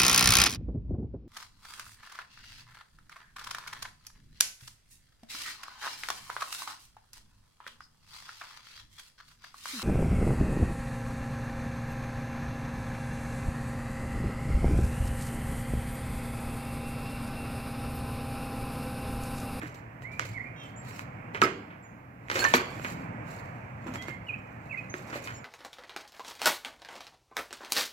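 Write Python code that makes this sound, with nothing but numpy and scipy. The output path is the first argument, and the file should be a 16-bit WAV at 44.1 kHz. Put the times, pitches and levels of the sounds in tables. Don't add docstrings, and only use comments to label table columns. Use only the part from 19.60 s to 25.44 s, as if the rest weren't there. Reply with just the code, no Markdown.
import sys
import numpy as np
from scipy import signal
from scipy.fft import rfft, irfft, next_fast_len
from scipy.io import wavfile

SR = 44100
rng = np.random.default_rng(int(sys.argv[2]) if len(sys.argv) > 2 else 0)


def master(y):
    cut = np.clip(np.atleast_2d(y).T, -1, 1)
    pcm = np.round(cut * 32767)
    wavfile.write(sys.argv[1], SR, pcm.astype(np.int16))


N = 257544
TIME = np.arange(N) / SR

# f/Hz, relative level/dB per Hz
RUSTLE_SPECTRUM = [(1470, -13), (2500, 1), (3380, -19), (3830, -7), (4980, -12.5), (5810, -13),
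                   (7680, -8.5), (8760, -23.5), (11100, -15.5), (15900, -21.5)]


def amp(db):
    return 10 ** (np.asarray(db) / 20)


def rms_one(x):
    return x / np.sqrt(np.mean(x ** 2) + 1e-20)


def peak_one(x):
    return x / abs(x).max()


def at_hz(points, hz):
    points = np.array(points)
    return np.interp(np.log(hz + 1), np.log(points[:, 0]), points[:, 1])


def band(x, low_hz, high_hz):
    edges_hz = [low_hz, min(high_hz, SR / 2.2)]
    return signal.sosfilt(signal.butter(2, edges_hz, "band", fs=SR, output="sos"), x + 1e-18)


def coloured(x, gains):
    size = next_fast_len(x.shape[-1])
    hz = np.arange(size // 2 + 1) * SR / size
    return irfft(rfft(x, size) * gains(hz), size)[..., :x.shape[-1]]


def shaped(x, spectrum):
    low_hz, high_hz = spectrum[0][0], spectrum[-1][0]
    return rms_one(coloured(x, lambda hz: amp(at_hz(spectrum, hz)) * (hz >= low_hz) * (hz <= high_hz)))


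def spread(mid, side):
    # f/Hz, left-right likeness (0-1)
    likeness = [(30, 0.61), (50, 1), (100, 1), (300, 1), (700, 0.2), (1500, 0.57), (3000, 0.055),
                (5000, .02)]
    alike = lambda hz: np.clip(at_hz(likeness, hz), 0, 1)
    common = coloured(mid, lambda hz: np.sqrt((1 + alike(hz)) / 2))
    difference = coloured(side, lambda hz: np.sqrt((1 - alike(hz)) / 2))
    return common + difference * [[1], [-1]]


def ring(clicks, hz, t60_s):
    r, w = amp(-60 / (t60_s * SR)), 2 * np.pi * hz / SR
    return signal.lfilter([0, np.sin(w)], [1, -2 * r * np.cos(w), r * r], clicks + 1e-18)


def rings(modes, rattle_ms, likeness=0.5):
    out, t = np.zeros((2, N)), np.arange(SR // 4) / SR
    both, *own = rng.standard_normal((3, len(modes), len(t)))
    rattle = np.sqrt(likeness) * both + np.sqrt(1 - likeness) * np.array(own)
    shakes = (1 + rattle) * np.exp(-t * 1000 / rattle_ms)
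    for (s, db, hz, t60_s), shake in zip(modes, shakes.swapaxes(0, 1)):
        tone = peak_one(ring(band(shake, hz / 2, hz * 2), hz, t60_s))
        out[:, round(s * SR):][:, :len(t)] += amp(db) * tone
    return out


def traffic():
    # t/s, rumble level/dB, drone level/dB, roar level/dB
    swells = np.array([(0.0, -46, -50, -49), (0.35, -50, -53, -50), (0.67, -43, -50, -49.5),
                       (1.01, -50.5, -50.5, -48.5), (1.3, -45, -49.5, -47.5), (1.8, -47, -49, -46.5),
                       (2.1, -53, -51.5, -50), (2.55, -51, -54, -54), (2.95, -44, -49, -45),
                       (3.45, -46, -41.5, -43), (3.84, -46, -48.5, -44), (4.4, -46, -49.5, -49),
                       (4.75, -47, -50, -48), (5.5, -51, -51, -47.5), (5.84, -48.5, -51.5, -48.5)])
    # f/Hz, relative level/dB per Hz
    rumble_spectrum = [(15, -37), (25, -45), (43, -6.5), (86, -2), (118, 10), (151, -3.5), (200, -19.5),
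                       (260, -31), (440, -120)]
    drone_spectrum = [(130, -6.5), (165, -2.5), (230, -6.5), (300, -7.5), (380, -17.5)]
    roar_spectrum = [(150, -7), (250, -9.5), (300, -18.5), (450, -6), (660, -4), (1340, -8), (2300, -10),
                     (2700, -17.5), (3200, -32), (4000, -43.5), (8000, -41.5), (10400, -66)]
    out = np.zeros((2, N))
    for k, spectrum in enumerate((rumble_spectrum, drone_spectrum, roar_spectrum), start=1):
        layer = shaped(spread(*rng.standard_normal((2, N))), spectrum)
        out += amp(np.interp(TIME, swells[:, 0], swells[:, k])) * layer
    return out


def microphone_hiss(level_db=-78):
    # f/Hz, relative level/dB per Hz
    hiss_spectrum = [(2500, -9), (4000, -3.5), (7500, -7), (8500, -11.5), (12500, -2.5), (15900, -5.5)]
    return amp(level_db) * shaped(rng.standard_normal((2, N)), hiss_spectrum)


def grit(per_s, uneven_db):
    sizes = amp(uneven_db * np.minimum(rng.exponential(1, (2, N)), 3)) * rng.standard_normal((2, N))
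    return spread(*(sizes * (rng.random((2, N)) < per_s / SR)))


def tonal_grain(per_s=350, t60_s=0.035):
    knocks = (rng.random(N) < per_s / SR) * rng.standard_normal(N)
    pitches_hz, dealt = np.geomspace(3000, 13000, 30), rng.integers(0, 30, N)
    sides = rng.uniform(-1, 1, (30, 2, 1))
    out = np.zeros((2, N))
    for k, (hz, side) in enumerate(zip(pitches_hz, sides)):
        out += side * amp(at_hz(RUSTLE_SPECTRUM, hz)) * ring(knocks * (dealt == k), hz, t60_s)
    return rms_one(out)


def strokes(table, rise_db=20.5):
    db = np.full(N, -150.)
    for s, rise_s, hold_s, top_db, fade_db_per_s in table:
        before = rise_db * (s - TIME) / max(rise_s, 1e-3)
        after = fade_db_per_s * (TIME - s - hold_s)
        db = np.maximum(db, top_db - np.maximum(np.maximum(before, after), 0))
    return amp(db)


def grit_slips(per_s=60, decay_ms=18.5, height_db=3):
    starts = (rng.random(N) < per_s / SR) * rng.random(N)
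    dying = signal.lfilter([1], [1, -np.exp(-1000 / (decay_ms * SR))], starts)
    return rms_one(1 + amp(height_db) * dying)


def scuffs(grain_db=-8):
    # full level from t/s, rise/s, hold/s, level in 8.2-15.5 kHz/dB, fade/(dB/s)
    scuff_strokes = [(0.02, 0.086, .005, -60.5, 130), (0.146, 0.0065, 0.0045, -61, 341),
                     (0.422, .01, 0.0045, -66, 220), (0.515, .012, 0.066, -71, 295),
                     (0.59, 0.017, 0.033, -63, 250), (0.654, .01, 0.0031, -53.5, 600),
                     (0.68, .01, 0.015, -67, 101), (1.09, 0.2, 0.0085, -70.5, 250),
                     (1.29, 0.095, 0.13, -60.5, 450), (1.744, 0.01, 0.0077, -62.5, 172),
                     (1.835, 0.027, 0.0047, -43.5, 796), (1.87, .01, .01, -71, 125),
                     (2.715, .04, 0.0046, -55, 600), (2.76, 0.058, .08, -43.5, 116),
                     (2.945, 0.024, 0.0038, -40.5, 252), (3.05, .03, 0.2, -63.5, 203),
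                     (3.245, 0.068, 0.036, -51.5, 148), (3.675, .03, 0.071, -60, 170),
                     (3.8, .02, 0.03, -74.5, 45), (4.339, .004, .015, -54.5, 329),
                     (4.3, .15, .03, -67.5, 200), (4.424, 0.023, .004, -62, 407),
                     (4.48, 0.018, 0.0044, -61, 277), (4.675, 0.066, .01, -74, 70),
                     (5.15, 0.56, 0.19, -76, 203), (5.338, .006, 0.013, -67.5, 23),
                     (5.474, 0.015, 0.086, -66, 200), (5.558, 0.042, .004, -53.5, 240),
                     (5.645, 0.072, 0.027, -55, 150)]
    # full level from t/s, rise/s, hold/s, level/dB, fade/(dB/s)
    drag_strokes = [(1.274, 0.02, 0.076, -52, 500), (1.39, .02, 0.04, -58, 600),
                    (2.725, 0.0072, .06, -43, 300), (2.83, 0.096, .025, -32, 600),
                    (4.27, 0.088, 0.1, -44.5, 200), (4.355, .03, .005, -37.5, 500),
                    (4.38, .01, 0.1, -51, 500), (5.53, 0.13, 0.011, -45.5, 200),
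                    (5.56, 0.028, 0.0034, -41, 400), (5.665, 0.048, 0.0044, -44, 250)]
    # f/Hz, relative level/dB per Hz
    grind_spectrum = [(88, -58), (150, -20.5), (269, 6), (406, -2), (544, 2), (1040, -1.5), (1280, -2.5),
                      (2440, -7), (5130, -35.5), (7140, -25), (9570, -39.5), (15900, -40)]
    rustle = shaped(grit(per_s=5000, uneven_db=1.0), RUSTLE_SPECTRUM) + amp(grain_db) * tonal_grain()
    rustle = rustle / np.std(band(rustle, 8200, 15500))
    grind = shaped(grit(per_s=1400, uneven_db=0.5), grind_spectrum)
    return grit_slips() * (strokes(scuff_strokes) * rustle + strokes(drag_strokes) * grind)


def cracks(crumble_ms=37.8, bits_per_s=2500, tick_db=-14, feet_lag_ms=0.3):
    # t/s, knock peak/dB, snap peak/dB, body peak/dB, crumble relative to burst/dB, pan L-R/dB
    breaks = [(0.0162, -29.5, -58, -38, -7, -0.5), (0.1471, -49, -42, -41, -28, -5),
              (0.4211, -39.5, -48, -44, -18.5, -5), (0.5176, -54, -50, -42, -10, -6),
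              (0.595, -13, -15.5, -33, -18.5, -1.5), (0.651, -46, -40, -42, -14, -5),
              (0.776, -59, -48, -84, -17, -6), (1.3094, -32, -46, -47, -24, 1),
              (1.3929, -21, -33, -54, -28, 4.5), (1.412, -51, -43, -55, -16, 6),
              (1.7471, -21, -33, -35.5, -10.5, 0.5), (1.817, -5.5, -12, -21, -16, 3.5),
              (1.8369, -20, -34, -23, 4, -10), (2.106, -36.5, -66, -51, -6, 6),
              (2.6844, -30, -40, -52, -20, -3), (2.6995, -13.5, -22.5, -33.5, -11, 4.5),
              (2.7149, -18, -21, -32, -18, -1), (2.7545, -17.5, -21, -26, 5, 2.5),
              (2.7922, -20, -21, -33, -25, 3), (2.8413, -9.5, -20, -28.5, -12, 7),
              (2.9378, -3.5, -15, -15.5, -15, 6.5), (3.0173, -31, -44, -31, -29, 0),
              (3.1966, -35, -45, -32, -30, -13), (3.2469, -19, -33, -33, -11, 2),
              (4.339, -50, -33, -54, -22, 0), (4.348, -31, -44, -36, -15, 7),
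              (4.357, -22.5, -34, -61, -20, 2), (4.4243, -60, -27.5, -68, -15.5, -2),
              (4.483, -23, -46, -34.5, -15, -2), (5.3403, -19.5, -30.5, -32, -18, -1),
              (5.4991, -37, -38, -44, -9, -6), (5.527, -25.5, -37, -42, 2, 4.5),
              (5.5583, -38, -34, -31, -10, -1), (5.6738, -23, -32, -53, -14, 5)]
    out, ms = np.zeros((2, N)), np.arange(SR // 7) * 1000 / SR
    for s, knock_db, snap_db, body_db, crumble_db, pan_db in breaks:
        bits = (rng.random(len(ms)) < bits_per_s / SR) * np.sqrt(SR / bits_per_s)
        crunch_ms = max(5.4 + 0.75 * knock_db, .5)
        shape = np.exp(-ms / crunch_ms) + amp(crumble_db) * bits * np.exp(-ms / crumble_ms)
        burst = rng.standard_normal((2, len(ms))) * np.minimum(ms / 0.23, 1) * shape
        burst[:, 8] += 4.7
        snap = amp(snap_db) * peak_one(band(burst, 2760, 7000))
        tick = amp(snap_db + tick_db) * peak_one(band(burst, 6400, 15600))
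        knock = amp(knock_db) * peak_one(band(band(burst[0], 800, 2500), 1050, 2570))
        body = amp(body_db) * peak_one(band(burst[1], 294, 630))
        shot = (snap + tick + knock) * amp([[pan_db / 2], [-pan_db / 2]])
        shot[1] = np.interp(ms - feet_lag_ms, ms, shot[1])
        out[:, round(s * SR):][:, :len(ms)] += shot + body
    return out


def loose_tiles():
    # t/s, peak before mono pick/dB, f/Hz, t60/s
    thuds = [(.033, -31, 306, 0.083), (1.749, -30, 435, 0.024), (1.82, -14.5, 363.7, 0.11),
             (1.821, -22, 242, 0.076), (1.836, -22.5, 390, 0.18), (2.757, -30, 554, 0.13),
             (2.941, -20.5, 251.6, 0.14), (2.945, -14, 460, 0.056), (2.947, -18, 377, 0.034),
             (3.247, -39.5, 250, 0.105), (4.262, -31, 324, 0.048), (4.285, -32, 253.3, 0.12),
             (4.32, -37, 220, 0.074), (4.484, -33.5, 327, 0.047), (5.342, -31, 371, 0.053),
             (5.556, -30, 576, 0.089), (5.56, -43, 387, 0.041)]
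    return rings(thuds, rattle_ms=1.5)[0]


def whistle(note, partials, throb_hz=52.2, swell_db=12.5, fade_db=7.5):
    _, length_s, first_hz, middle_hz, last_hz, db, loudest, depth = note
    t = np.arange(round(length_s * SR)) / SR
    u, loudest = t / length_s, np.clip(loudest, .05, .95)
    hz = first_hz * (2 * u - 1) * (u - 1) + middle_hz * 4 * u * (1 - u) + last_hz * u * (2 * u - 1)
    phase = 2 * np.pi * np.cumsum(hz) / SR
    level_db = db - np.maximum(swell_db * (1 - u / loudest), fade_db * (u - loudest) / (1 - loudest))
    edge = np.clip(np.minimum(t, length_s - t) / .005, 0, 1)
    throb = 1 + np.clip(depth, 0, 1) * np.sin(2 * np.pi * throb_hz * t)
    tone = sum(amp(partial_db) * np.sin(k * phase) for k, partial_db in partials)
    return edge * throb * np.sqrt(2) * amp(level_db) * tone


def bird():
    # t/s, length/s, first f/Hz, middle f/Hz, last f/Hz, level before throb/dB, loudest at (0-1), throb (0-1)
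    notes = [(0.43, 0.072, 1827, 2140, 2290, -40, 0.3, .2),
             (0.496, 0.091, 2263, 2355, 2300, -42, 0.44, .05),
             (0.584, 0.052, 2345, 2234, 1980, -41, .65, .3), (0.738, 0.051, 2192, 2200, 1820, -34, 0.9, .2),
             (0.795, 0.026, 1880, 2034, 2290, -33, 0.6, 0.1), (0.825, 0.024, 2243, 2140, 2130, -36, 1, 0.3),
             (0.847, 0.043, 2250, 2380, 2290, -44, 0.44, 0),
             (0.883, 0.016, 2260, 2330, 2400, -48, 0.8, 0.6), (1.04, 0.051, 7750, 7550, 7000, -67, 0.5, .4),
             (1.323, 0.028, 5850, 5570, 5600, -60, .4, .3), (1.35, 0.028, 5400, 5270, 5300, -61, 0.6, .3),
             (1.158, 0.065, 6950, 7340, 7600, -51, 0.2, 0.5), (1.53, .17, 1920, 2380, 2850, -60, .3, .8),
             (2.222, 0.058, 7760, 6920, 6480, -60.5, 0.3, 0.1),
             (4.371, 0.079, 2006, 2020, 2090, -42.5, .5, .05),
             (4.45, 0.116, 2130, 2126, 2082, -43, 0.6, 0.2),
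             (4.365, 0.059, 3200, 3255, 3230, -48.5, .55, .2),
             (4.666, 0.034, 2930, 2860, 2800, -41.5, .6, 0.6),
             (4.685, 0.029, 2774, 2460, 2530, -31.5, 0.38, 0.2),
             (4.725, 0.026, 2346, 2475, 2640, -32.5, 0.6, 0.2),
             (4.765, 0.027, 2510, 2450, 2570, -58, .5, 0.5),
             (5.093, 0.03, 2570, 2643, 2560, -39, 0.9, 0.55),
             (5.105, 0.051, 2593, 2238, 1970, -35, 0.68, 0.7),
             (5.151, 0.033, 2010, 2234, 2480, -40.5, 0.44, 0.6),
             (5.171, 0.039, 2504, 2516, 2515, -33, .35, 0.24),
             (5.295, 0.048, 6300, 6380, 6600, -47.5, 0.05, 0.1),
             (5.716, 0.039, 6880, 6980, 7010, -58, .8, .3), (5.763, .035, 7130, 7200, 7180, -52.5, .1, 0.1),
             (5.745, 0.059, 5400, 5420, 5430, -62, .35, .2), (5.736, 0.035, 6550, 6800, 6750, -50, .4, 0.1)]
    # same columns, f of the pulse, level of a 0 dB harmonic
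    buzz = (.958, .112, 461, 455, 434, -51, .5, .25)
    buzz_harmonics = [(6, -5), (7, 0), (8, -5), (12, -20), (13, -16), (14, -20)]
    out = np.zeros(N)
    for note, partials in [(note, [(1, 0)]) for note in notes] + [(buzz, buzz_harmonics)]:
        sound = whistle(note, partials)
        out[round(note[0] * SR):][:len(sound)] += sound
    return out


def echo_flutter(depth=0.95):
    return 1 + depth * rms_one(band(rng.standard_normal(N), 15, 113))


def from_window(pair, lag_ms=0.39):
    return np.array([pair[0], np.roll(pair[1], round(lag_ms * SR / 1000))])


def glass_shards():
    # t/s, peak/dB, f/Hz, t60/s
    pings = [(1.822, -12.5, 1220, 0.055), (1.824, -14.5, 1296, 0.13), (1.821, -21, 1625, 0.048),
             (1.82, -15, 2225, 0.023), (1.836, -27, 5080, 0.028), (2.792, -25.5, 4340, 0.14),
             (2.821, -22.5, 1595, 0.09), (2.84, -22, 6000, 0.038), (2.841, -36, 6950, 0.048),
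             (2.846, -19.5, 1127, 0.067), (2.849, -11.5, 1790, 0.2), (2.85, -24, 1750, 0.18),
             (2.853, -32, 1420, 0.06), (2.857, -30.5, 4140, 0.05), (2.939, -19.5, 5990, 0.05),
             (2.943, -20.5, 4020, 0.039), (2.94, -20, 2320, 0.035), (2.941, -21.5, 1746, 0.11),
             (3.249, -24.5, 2260, 0.01)]
    return rings(pings, rattle_ms=5.0)


def room(x, build_ms=0.67):
    # f/Hz, t60/s
    decay = [(150, 0.84), (400, 0.55), (1500, 0.61), (4000, 0.51), (10000, 0.19)]
    t, edges_hz = np.arange(SR * 3 // 4) / SR, 80 * 2. ** np.arange(0, 8.1, .5)
    noise = spread(*rng.standard_normal((2, len(t))))
    tail = np.zeros((2, len(t)))
    for low_hz, high_hz in zip(edges_hz, edges_hz[1:]):
        if low_hz < SR / 2.5:
            t60_s = at_hz(decay, np.sqrt(low_hz * high_hz))
            tail += band(noise, low_hz, high_hz) * amp(-60 * t / t60_s)
    tail = tail * (1 - np.exp(-t * 1000 / build_ms))
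    tail = tail / np.sqrt(np.sum(tail ** 2) / 2)
    return signal.fftconvolve(x[None], tail, axes=1)[:, :N]


def scene():
    feet, tiles, song, shards = scuffs() + cracks(), loose_tiles(), bird(), glass_shards()
    to_room = amp(-8.5) * feet.mean(axis=0) + amp(-21) * shards[0] + amp(-9) * tiles
    to_room = to_room + amp(-9.5) * song * echo_flutter()
    outdoors = from_window(traffic() + song)
    return feet + shards + tiles + room(to_room) + outdoors + microphone_hiss()


def record(dry):
    # f/Hz, L-R level/dB
    port_balance = [(60, -0.5), (600, 0), (1000, -3.5), (1400, -7.5), (1900, -14.5), (2400, -9),
                    (3100, -3.5), (4000, 1), (7000, -2), (15000, -0.5)]
    left = lambda hz: np.sqrt(2 / (1 + amp(-2 * at_hz(port_balance, hz))))
    right = lambda hz: np.sqrt(2 - left(hz) ** 2)
    ports = [coloured(dry[0], left), coloured(dry[1], right)]
    return signal.sosfilt(signal.cheby2(14, 60, 16600, fs=SR, output="sos"), ports)


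dry = scene()
out = record(dry)
master(out)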